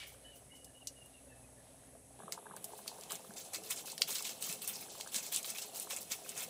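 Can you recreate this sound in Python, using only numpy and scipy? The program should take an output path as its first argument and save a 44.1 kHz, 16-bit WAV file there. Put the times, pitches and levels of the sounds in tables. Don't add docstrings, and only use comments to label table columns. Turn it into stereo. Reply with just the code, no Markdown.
import sys
import numpy as np
from scipy import signal
from scipy.fft import rfft, irfft
from scipy.io import wavfile
from scipy.ndimage import uniform_filter1d

SR = 44100
rng = np.random.default_rng(int(sys.argv[2]) if len(sys.argv) > 2 else 0)


def inscribe(sig):
    pcm = np.round(np.clip(np.atleast_2d(sig).T, -1, 1) * 32767)
    wavfile.write(sys.argv[1], SR, pcm.astype(np.int16))


N = 286517
NEAR_S = 2.19
MIC_LAG_S = 0.00022
FILM_ALIKE = 0.12

# frequency_hz, gain_db
FAR_TONE = [(15, -83), (25, -12.5), (120, -4), (200, -9), (270, -4.5), (326, -13), (480, -11), (555, -5),
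            (640, -10), (796, -16), (1230, -21.5), (1840, -20), (2760, -21), (8140, -28.5), (9070, -18.5),
            (9840, -23), (16000, -36.5)]
NEAR_TONE = [(15, -26), (25, -17.5), (195, 1), (309, -3), (641, -5.5), (1520, -16.5), (2760, -15.5),
             (3720, -14), (4870, -31), (6050, -24.5), (10400, -6.5), (11600, -11), (12500, -28),
             (16000, -34)]
# centre_hz, width_hz, level_db
INSECT_BANDS = [(6500, 2000, -72), (8230, 660, -66.5), (10300, 1600, -62.5)]
# start_s, length_s, pitch_hz, level_db, drop_hz
HIGH_BIRD_NOTES = [(0., 0.11, 2950, -68, 45), (.24, 0.11, 3000, -61, 196), (.352, 0.041, 3020, -67, 52),
                   (.512, 0.078, 2960, -60, 77), (.612, 0.019, 2930, -61, 22), (.655, 0.04, 2940, -66, 33),
                   (.75, 0.036, 2930, -58, -26), (.804, 0.024, 2940, -58.5, 170),
                   (.865, 0.019, 2950, -61, 80), (.96, 0.026, 2900, -61, 23), (1.012, 0.02, 2844, -60, 75),
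                   (1.04, 0.031, 2840, -63.5, 0), (1.137, 0.052, 2800, -63, 150),
                   (1.29, 0.045, 2700, -68, 90), (1.36, .05, 2660, -74, 20), (1.432, 0.02, 2550, -70, 28)]
LOW_BIRD_NOTES = [(.24, .06, 1790, -70, 30), (.485, .094, 2110, -71, 0), (.67, .07, 1740, -75, 0),
                  (1.31, .07, 1770, -72.5, 30), (1.58, .037, 1820, -68, 0)]
HOOT_NOTES = [(3.56, 0.065, 323.7, -60, -5), (3.62, 0.12, 444, -61.5, 31)]
# start_s, peak_db, centre_hz, left_minus_right_db, bright_db, rattle_db
FIRE_POPS = [(.6444, -37, 9100, 1, -2, 5), (0.8712, -23.5, 6540, 3, -11, -7),
             (1.059, -42, 10200, 7, -23, -7)]
SOFT_FIZZES = [(.062, -41, 14000, 5, 0, -20), (.113, -49, 11000, 3, 3, -20), (.346, -47, 14000, 3, 0, -20),
               (.545, -49, 8950, 3, 3, -20)]
CREASE_SNAPS = [(2.3223, -20.5, 4100, -5, 2, -31), (2.5641, -30.5, 9450, -5, -23, -16),
                (2.6264, -45, 10100, -7, -12, -10), (2.6424, -23, 9900, 4, -2, -9.5),
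                (2.7763, -35.5, 9900, 1.5, -14, -7), (2.8777, -22, 4600, 2, 2, -12),
                (2.983, -43, 8000, 2, -6, -17), (3.0101, -33.5, 7080, 11, -2, -18),
                (3.022, -45, 7500, 1, -6, -20), (3.0355, -28.5, 5000, 6, 19, -23),
                (3.087, -43, 7500, 4, -6, -20), (3.096, -39, 6000, 0, -3, -20),
                (3.1064, -28, 9800, 3.0, -12, -10), (3.1194, -20.5, 8100, 4, 2, -12),
                (3.154, -30, 7000, 7, -4, -14), (3.1585, -35, 9000, 3, -6, -14),
                (3.337, -36, 7500, 7, -6, -18), (3.3714, -39, 6260, 11, -12, -12),
                (3.381, -32, 7500, 2, -6, -12), (3.4104, -39, 5590, 5, -12, -12),
                (3.4491, -39, 10300, 2.5, -12, -12), (3.5323, -30, 10500, 7, -3, -1),
                (3.5453, -25.5, 4540, -3, -9, -2), (3.6354, -32.5, 8370, 6, 3, -14),
                (3.6597, -35, 10200, 6, -12, -12), (3.706, -37, 7390, -3, -9, -18),
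                (3.724, -32, 8000, 3, -4, -15), (3.7609, -30, 8700, 6, -2, -15),
                (3.775, -33, 7000, 6, -4, -12), (3.8114, -44, 10200, 3.0, -12, -12),
                (3.8583, -36, 10100, 8, -12, -6), (3.8721, -32, 7750, 15, -10, -12),
                (3.8994, -34, 4510, 12, -14, -14), (3.9179, -26, 8000, 8, -2, -14),
                (3.9787, -25, 4860, -2, -4, -15), (4.0182, -14, 2900, -2, -14, -28),
                (4.0184, -6.5, 4750, 0, -7, -28), (4.079, -36, 2740, 0, -8, -12),
                (4.1048, -22.5, 7810, 4, -12, -8), (4.153, -29, 5240, 9, -8, -6),
                (4.157, -26, 5030, 5, -6, -6), (4.1834, -32, 5180, 1, 2, -8), (4.2233, -26, 9100, 8, 6, -6),
                (4.2735, -32, 9800, 3, -6, -8), (4.2509, -27.5, 4220, 9, -3, -10),
                (4.2924, -31, 6300, 8, -8, -10), (4.4237, -24, 8580, 7, -12, -10),
                (4.4952, -31.5, 2750, 2, -12, -9), (4.5261, -25.5, 7860, 14, -14, -21),
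                (4.6193, -30, 9540, 7, -12, -12), (4.6759, -18, 9700, 4, -17, -13),
                (4.7561, -28, 5570, 4, -12, -8), (4.811, -43, 9560, -1, -12, -12),
                (5.0099, -22.5, 3570, -2, -5, -31), (5.0744, -32, 7400, 6, -12, -14),
                (5.1194, -34, 9160, 1.5, -12, -12), (5.1437, -19, 4200, -2, 5, -12),
                (5.1612, -20, 7960, 6, -8, -7), (5.225, -40, 7340, 8, -12, -12),
                (5.265, -27, 7840, 9, -14, -14), (5.324, -23, 8660, 0, -10, -14),
                (5.344, -20, 8100, 4.0, -12, -10), (5.3608, -15.5, 8000, 9, -24, -12),
                (5.372, -26, 3800, 0, -6, -8), (5.4286, -30, 7740, 5, -8, -3),
                (5.4445, -29.5, 3730, 5, -10, -10), (5.479, -42, 2700, 6, -8, -8),
                (5.4784, -41, 7060, 2.5, -12, -14), (5.5019, -25.5, 10200, 6, -16, -5),
                (5.5547, -48, 2700, -6, -18, -11), (5.572, -31, 7000, 6, -4, -6),
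                (5.5835, -26, 3700, 5, 0, -5), (5.592, -37, 8500, 1, -6, -11),
                (5.6197, -28, 5470, -1, -3, 1), (5.7586, -30, 7500, 6, -12, -9),
                (5.798, -23, 9200, 2, -18, -7), (5.827, -31, 9030, 3.5, -12, -12),
                (5.845, -37, 10200, 3, -12, -12), (5.891, -36, 8450, 0, -12, -12),
                (5.9065, -26.5, 3360, 6, -18, 0), (5.963, -24, 8100, -1, -12, -9),
                (5.97, -27, 8000, 3, -16, -9), (5.986, -31, 7270, 5, -14, -13),
                (6.0142, -34, 6600, 2.0, -12, -10), (6.029, -34, 7500, 3, -8, -20),
                (6.118, -22, 5400, 7, -9, 5), (6.291, -27, 7750, 10, -16, -6),
                (6.317, -39, 5970, 8, -12, -12), (6.3515, -37, 6600, 12, -12, -4),
                (6.3764, -27.5, 7440, 8, -12, 3), (6.4054, -26, 7410, 6, -12, -8)]
# frequency_hz, gain_db
FILM_TONE = [(530, -31.5), (900, 7.5), (1900, -7), (2550, 3), (2980, 3), (3280, 0), (3520, 1), (7080, -2),
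             (7970, 2), (11200, -6.5), (15300, -6.5)]
# pitch_hz, width_hz, level_db
FILM_RINGS = [(2610, 58, -2), (3490, 95, -7), (4166, 45, -4.5), (5240, 49, -4), (6300, 90, -10),
              (7895, 76, 0.5), (9960, 120, -2.5)]
# start_s, gain_db
HELD_RUSTLE = [(2.66, -57), (4.05, -59.5)]
# start_s, hold_s, gain_db, dull_db, bright_db
HAND_SQUEEZES = [(2.317, 0.004, -39.5, -10, -8), (2.557, 0.0075, -62, 5.5, 6), (2.63, 0.0058, -73, -22, 19),
                 (2.766, 0.013, -69, -4, 15), (2.867, 0.0075, -44.5, -14, -13), (3.017, 0.014, -64, 5, -4),
                 (3.096, 0.026, -47, 0, 2), (3.141, 0.011, -53, -7, -10), (3.359, 0.044, -46, -7, -4),
                 (3.442, 0.017, -54.5, -27, -8), (3.53, 0.021, -38.5, -6.5, -6), (3.63, 0.063, -49, -9, -5),
                 (3.7, 0.0066, -32.5, -5.5, -2), (3.76, 0.033, -42.5, -8, -5),
                 (3.852, 0.065, -45, -11, -4.5), (4.007, 0.0064, -42, -10, 1), (4.071, 0.021, -39.5, -8, 0),
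                 (4.1, 0.033, -39, -7, -5), (4.145, 0.016, -37, -11, -4), (4.179, 0.017, -42, -7.5, 0),
                 (4.241, 0.029, -38.5, -6, -6), (4.288, 0.022, -43.5, -9.5, -5),
                 (4.404, .012, -49, -12, -2), (4.418, 0.042, -40, -11.5, -1),
                 (4.481, 0.041, -40, -10, -4.5), (4.613, 0.03, -43, -7.5, -3),
                 (4.671, 0.012, -39.5, -3.5, 5), (4.722, 0.044, -45.5, -9, -5), (4.804, 0.013, -44, -7, -4),
                 (4.892, 0.11, -53, -16, -9), (4.998, 0.0073, -46, -16, -18), (5.066, .01, -56, -16, -24),
                 (5.119, 0.039, -44, -7, -3), (5.145, 0.039, -35.5, -8, -10),
                 (5.222, 0.041, -43.5, -13.5, -6), (5.318, 0.01, -35, -6.5, -2.5),
                 (5.337, 0.038, -35.5, -10.5, -7), (5.44, 0.02, -41.5, -14.5, -2),
                 (5.475, 0.031, -41.5, -11, -7), (5.544, .01, -45.5, -1.5, 0),
                 (5.576, 0.016, -42, -9.5, -7), (5.613, 0.016, -43, -11, -1),
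                 (5.742, 0.082, -46.5, -10, 0.5), (5.896, 0.03, -38, -7, -7), (5.957, 0.011, -49, 0.5, 0),
                 (6.003, 0.009, -56, -21, 4), (6.097, 0.014, -46, -3, -3), (6.111, 0.0042, -34.5, -5.5, -5),
                 (6.242, 0.079, -54.5, -2.5, 1), (6.36, 0.072, -40.5, -6, -2.5)]
# pitch_hz, gain_db, ring_s (time to fade by 60 dB)
POT_MODES = [(423, -2.5, 0.096), (524.6, -4.5, 0.09), (661, -1.5, 0.058), (766, -1, 0.022),
             (900, -2.5, 0.062), (1177, 7.5, 0.033), (1600, 8, 0.037)]
# time_s, peak_db, pitch_hz
BIG_BUBBLES = [(.148, -52, 1730), (.989, -51, 580), (1.062, -56, 780), (1.243, -54, 510), (1.273, -54, 520),
               (1.489, -54, 805), (1.744, -51, 620), (1.838, -53, 1500), (1.935, -53.5, 520),
               (1.953, -46.5, 604), (2.108, -53, 660), (2.179, -57, 536), (2.203, -41, 803),
               (2.204, -46, 1400), (2.223, -42.5, 1535), (2.235, -43, 700), (2.236, -47, 1500),
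               (2.281, -43, 800), (2.282, -36, 1150), (2.295, -49, 1500), (2.33, -47, 1200),
               (2.351, -47, 865), (2.377, -39.5, 900), (2.379, -38, 1150), (2.395, -49, 660),
               (2.459, -42.5, 895), (2.468, -36, 1570), (2.5, -45, 905), (2.512, -39, 1160),
               (2.517, -41, 1600), (2.523, -45, 1140), (2.54, -38.5, 890), (2.556, -43, 860),
               (2.57, -39, 1650), (2.599, -61, 650), (2.693, -46.5, 624), (2.705, -48, 930),
               (2.736, -38, 827), (2.791, -42.5, 940), (2.861, -46, 1430), (2.917, -42, 870),
               (2.927, -45, 660), (2.987, -44, 900), (3.06, -46, 715), (3.11, -35, 1650),
               (3.119, -37, 1170), (3.129, -36, 1380), (3.155, -44, 750), (3.249, -45.5, 1060),
               (3.309, -39.5, 1630), (3.357, -52, 650), (3.488, -47.5, 704), (3.743, -43, 1570),
               (3.809, -48, 885), (3.849, -45, 820), (3.881, -42.5, 1340), (3.931, -43.5, 880),
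               (4.002, -48, 714), (4.011, -46, 433), (4.091, -38, 1020), (4.208, -37, 1246),
               (4.313, -46, 617), (4.476, -41.5, 1110), (4.508, -42.5, 620), (4.644, -44, 1080),
               (4.808, -49, 780), (4.887, -45.5, 1500), (4.953, -42, 1480), (5.001, -41, 900),
               (5.015, -58, 670), (5.063, -39.5, 1230), (5.074, -37.5, 1560), (5.147, -40, 1440),
               (5.189, -48, 550), (5.318, -56, 650), (5.357, -46, 1400), (5.45, -41, 1200),
               (5.621, -52, 494), (5.649, -49, 925), (5.754, -48, 940), (5.873, -40, 1210),
               (5.909, -44, 1680), (5.911, -35, 1060), (5.938, -46, 720), (6.263, -40.5, 1680),
               (6.36, -44, 646), (6.428, -47, 660), (6.437, -52, 595)]
# start_s, peak_db, pitch_hz
STEAM_GULPS = [(2.238, -49, 203), (2.508, -53, 197), (3.29, -50, 202), (3.947, -54, 230), (4.118, -53, 234),
               (4.493, -50, 174), (5.16, -50, 220), (5.514, -53.5, 200), (6.112, -55, 244),
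               (6.458, -54, 191)]


def undb(db):
    return 10 ** (np.asarray(db) / 20)


def level(x, db):
    return x * undb(db) / np.sqrt(np.mean(x ** 2))


def band(x, hz, width):
    return signal.lfilter(*signal.iirpeak(min(hz, .45 * SR), hz / width, SR), x)


def colour(x, points):
    hz, db = np.transpose(points)
    curve_db = np.interp(np.log(np.linspace(1, SR / 2, 4097)), np.log(hz), db)
    cepstrum = irfft(curve_db * np.log(10) / 20)
    cepstrum[1:4096] *= 2
    cepstrum[4097:] = 0
    return signal.fftconvolve(np.atleast_2d(x), irfft(np.exp(rfft(cepstrum)))[None], axes=1)[:, :N]


def walk(rate):
    k = int(SR / rate)
    steps = np.repeat(rng.standard_normal(N // k + 1), k)
    return 1.656 * uniform_filter1d(uniform_filter1d(steps, k), k)[:N]


def swell(start, hold, rise, fall):
    t = np.arange(N) / SR - start
    return np.exp(np.minimum(t, 0) / rise - np.maximum(t - hold, 0) / fall)


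def noise_pair(shape, alike):
    both, left, right = rng.standard_normal((3, *shape))
    return np.sqrt(alike) * both + np.sqrt(1 - alike) * np.array([left, right])


def clicks(rate, spread_db):
    size = undb(spread_db * np.minimum(rng.exponential(size=N), 3.5)) * np.sign(rng.standard_normal(N))
    return size * (rng.random(N) < rate / SR)


def rattle(rate, tail_s):
    return signal.lfilter([1], [1, -np.exp(-1 / (tail_s * SR))], clicks(rate, spread_db=2) ** 2)


def pan(x, pan_db):
    return x * undb(np.array([[pan_db], [-pan_db]]) / 2)


def add(out, s, grain, db, pan_db):
    i = int(s * SR)
    part = pan(grain * undb(db) / np.abs(grain).max(), pan_db)[:, :N - i]
    out[:, i:i + part.shape[1]] += part


def motor():
    t = np.arange(N) / SR
    waver = 1 + .02 * walk(12)
    sag_hz = 2.01 * t
    phase = 2 * np.pi * np.cumsum((126.8 - sag_hz) * waver) / SR
    hum_phase = 2 * np.pi * np.cumsum((267 - 2 * sag_hz) * waver) / SR
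    flicker_db = 2.5 * np.array([[walk(9), walk(9)] for _ in range(3)])
    low = undb(-72 + flicker_db[1]) * np.sin(phase / 2)
    upper = undb(-73 + flicker_db[0]) * np.sin(phase) + undb(-73 + flicker_db[2]) * np.sin(hum_phase)
    tones = low + swell(1, N / SR, rise=.8, fall=1) * upper
    return pan(np.sqrt(2) * swell(0, NEAR_S, rise=1, fall=.02) * tones, 4.3)


def insects():
    hiss = sum(level(band(band(rng.standard_normal((2, N)), hz, width), hz, width), db)
               for hz, width, db in INSECT_BANDS)
    return pan(undb(.43 * walk(22.9)) * hiss, 2)


def background_noise():
    roar = 0
    for hz in 30 * 2 ** np.arange(0, 9.5, .5):
        alike = .62 / (1 + (hz / 580) ** 2)
        mid, side = band(rng.standard_normal((2, N)), hz, hz / 3)
        stereo = np.sqrt(1 + alike) * mid + np.sqrt(1 - alike) * side * np.array([[1], [-1]])
        roar = roar + undb(1.7 * walk(9.9)) * stereo
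    near = uniform_filter1d(1. * (np.arange(N) > NEAR_S * SR), size=600)
    far_noise, near_noise = level(colour(roar, FAR_TONE), -61.5), level(colour(roar, NEAR_TONE), -57)
    return pan((1 - near) * far_noise + near * near_noise, 2)


def birds():
    out, t = 0, np.arange(N) / SR
    for notes, smear in [(HIGH_BIRD_NOTES, .3), (LOW_BIRD_NOTES, 3), (HOOT_NOTES, .1)]:
        waver = 1 + .004 * walk(70)
        flutter = undb(1.5 * walk(70)) * (1 + smear * walk(350)) / np.hypot(1, smear)
        for s, length, hz, db, drop_hz in notes:
            progress = np.clip((t - s) / length, 0, 1)
            slide_up = 1 - .022 * min(length / .08, 1) * np.exp(-np.maximum(t - s, 0) / .02)
            pitch = (hz - drop_hz * progress ** 4) * slide_up
            tone = np.sin(2 * np.pi * np.cumsum(pitch * waver) / SR)
            loudness = undb(db - 5 * progress ** 3) * swell(s + .008, length - .008, .009, .011)
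            out = out + loudness * flutter * tone
    return pan(out, 8.8)


def splash():
    noise = noise_pair((N,), alike=.13)
    wash = band(band(noise, 2300, 500), 2300, 500) + .86 * band(band(noise, 2980, 600), 2980, 600)
    wash += .68 * band(noise, 2700, 2000)
    wash *= np.sqrt(1 + rattle(rate=180, tail_s=.0017))
    return pan(swell(0, 0, rise=1, fall=.06) * level(wash, -44.5), 1)


def snaps(rows, rise_s, click_db):
    out, t = np.zeros((2, N)), np.arange(4000) / SR
    onset = 1 - np.exp(-(t / rise_s) ** 2)
    crack = .29 * np.exp(-t / .00044) + np.exp(-t / (.0002 + 1.4 * rise_s))
    tail = np.exp(-np.log(1000) * t / .055)
    noises = noise_pair((len(rows), 4000), FILM_ALIKE).swapaxes(0, 1)
    for (s, db, hz, pan_db, bright_db, rattle_db), noise in zip(rows, noises):
        cut_lows = signal.butter(4, max(1200, .34 * hz), "high", fs=SR, output="sos")
        lead = np.array([[0], [round(MIC_LAG_S * SR) * (pan_db < 0)]])
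        click = undb(click_db) * (np.arange(4000) == round(rise_s * SR) - lead)
        burst = signal.sosfilt(cut_lows, click + noise * onset * (crack + undb(rattle_db) * tail))
        ring = band(band(burst, hz, .35 * hz), hz, 1.3 * hz)
        broad = band(band(band(burst, 3000, 13000), 4500, 13000), 3000, 9200)
        tick = undb(bright_db) * band(burst, 7150, 5600)
        add(out, s, 1.45 * ring + .12 * broad + tick, db, pan_db)
    return out


def folds(hz, width, per_second=130, scatter=.06):
    out, t = np.zeros((2, N + 1500)), np.arange(1500) / SR
    count = int(per_second * N / SR)
    when, size, side, detune = rng.random((count, 4)).T
    pitch = hz * (1 + scatter * (2 * detune - 1))
    envelope = (1 - np.exp(-t / .00045)) * np.exp(-np.pi * width * t)
    grains = np.sin(2 * np.pi * pitch[:, None] * t) * envelope
    gains = undb(-4 * np.log(np.maximum(size, .03)))
    starts = (when * (N - 40)).astype(int)
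    for i, grain, gain, share, lag in zip(starts, grains, gains, side, rng.integers(0, 30, count)):
        out[0, i:i + 1500] += gain * np.sqrt(.26 + .5 * share) * grain
        out[1, i + lag:i + 1500] += gain * np.sqrt(1 - .99 * share) * grain[:1500 - lag]
    return out[:, :N]


def sachet():
    buckles = rattle(rate=110, tail_s=.0026)
    noise = colour(noise_pair((N,), FILM_ALIKE), FILM_TONE)
    patches = []
    for hz in (2240, 3405, 4550, 6420, 7300, 10200, 14100, 16600):
        hiss = band(band(noise, hz, .5 * hz), hz, .77 * hz)
        patches.append(hiss * np.sqrt(buckles + 3 * rattle(rate=120, tail_s=.0095)))
    rings = [level(folds(hz, width), db) for hz, width, db in FILM_RINGS]
    ticks = np.array([clicks(170, spread_db=4.5) for _ in range(2)]) + clicks(120, spread_db=5)
    ticks = level(band(band(ticks, 6200, 7600), 6100, 9500), -11)
    dull = level(sum(patches[:2]), 0) + undb(-9) * sum(rings[:2])
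    mid = level(sum(patches[2:6]), 0) + undb(-12.5) * sum(rings[2:]) + ticks
    bright = level(sum(patches[6:]), 0)
    held = sum(undb(db) * swell(s, N / SR, rise=.03, fall=1) for s, db in HELD_RUSTLE)
    gains = undb([[-11], [-3], [-4]]) * held
    for s, hold, db, dull_db, bright_db in HAND_SQUEEZES:
        squeeze = undb(db) * swell(s + .006, hold, rise=.003, fall=.017)
        gains += undb([[dull_db], [-3], [bright_db]]) * squeeze
    return pan(gains[0] * dull + gains[1] * mid + gains[2] * bright, 2)


def steam_gulps():
    out, t = np.zeros((2, N)), np.arange(4000) / SR
    for s, peak_db, hz in STEAM_GULPS:
        gulp = np.sin(2 * np.pi * hz * t * (1 + 1.3 * t)) * t * np.exp(-t * hz / 1.08)
        add(out, s, gulp, peak_db, pan_db=2.6)
    return out


def bubble_crowd():
    near = np.arange(N) > NEAR_S * SR
    shared = clicks(rate=190, spread_db=6.5)
    knocks = [shared + 2.2 * clicks(rate=250, spread_db=5) for _ in POT_MODES]
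    upper_db = np.where(near, -18, -28) + 3 * walk(8.9)
    crowd = 0
    for (hz, db, ring_s), knock in zip(POT_MODES, knocks):
        ring = level(band(knock, hz, width=np.log(1000) / np.pi / ring_s), 0)
        crowd = crowd + undb(db + upper_db * (hz > 850)) * ring
    return pan(undb(np.where(near, -64.5, -75.5) + .46 * walk(16)) * crowd, 2.9)


def single_bubbles(strays=190, rise_s=.002976, soup_damping=2.3):
    out, t = np.zeros((2, N)), np.arange(4000) / SR
    modes = np.array([undb(db) * np.sin(2 * np.pi * hz * t) * 1000 ** (-soup_damping * t / ring_s)
                      for hz, db, ring_s in POT_MODES])
    when, size, depth = rng.random((strays, 3)).T
    stray_s = .01 + when * (N / SR - .02)
    stray_db = np.where(stray_s > NEAR_S, -47, -54) - 8 * depth
    stray_hz = 480 * 2 ** (.9 * size)
    bubbles = [*zip(stray_s, stray_db, stray_hz), *BIG_BUBBLES]
    spots = rng.uniform(.11, 1, (len(bubbles), len(POT_MODES)))
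    onset = 1 - np.exp(-(t / rise_s) ** 2)
    for (s, peak_db, hz), spot in zip(bubbles, spots):
        bubble = np.sin(2 * np.pi * hz * t * (1 + 6 * t)) * np.exp(-t * hz / 1.88)
        octaves_apart = np.abs(np.log2(np.array(POT_MODES)[:, 0] / hz))
        ring = (spot * undb(-6 - 7 * octaves_apart)) @ modes
        add(out, s - rise_s, (bubble + ring) * onset, peak_db, pan_db=2.6)
    return out


def shelter_echo(sound, ring_s=.12, echo_db=-10):
    t = np.arange(8000) / SR
    walls = rng.standard_normal((2, 8000)) * np.exp(-np.log(1000) * t / ring_s) * (t > .002)
    walls = band(walls, 2900, 12400)
    walls *= undb(echo_db) / np.sqrt(np.sum(walls ** 2) / 2)
    return signal.fftconvolve(sound.mean(axis=0)[None], walls, axes=1)[:, :N]


def scene():
    close = splash() + sachet() + snaps(CREASE_SNAPS + FIRE_POPS, rise_s=.0007, click_db=8)
    close += snaps(SOFT_FIZZES, rise_s=.013, click_db=-60)
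    close += bubble_crowd() + single_bubbles() + steam_gulps()
    close[1] = np.roll(close[1], round(MIC_LAG_S * SR))
    direct = close + birds()
    return direct + shelter_echo(direct) + background_noise() + insects() + motor()


def record(dry):
    no_rumble = signal.sosfilt(signal.butter(2, 35, "high", fs=SR, output="sos"), dry)
    shelf = signal.sosfilt(signal.ellip(8, .2, 50, 15500, fs=SR, output="sos"), no_rumble)
    shelf += .008 * no_rumble
    return signal.sosfilt(signal.ellip(10, .2, 80, 16600, fs=SR, output="sos"), shelf)


dry = scene()
out = record(dry)
inscribe(out)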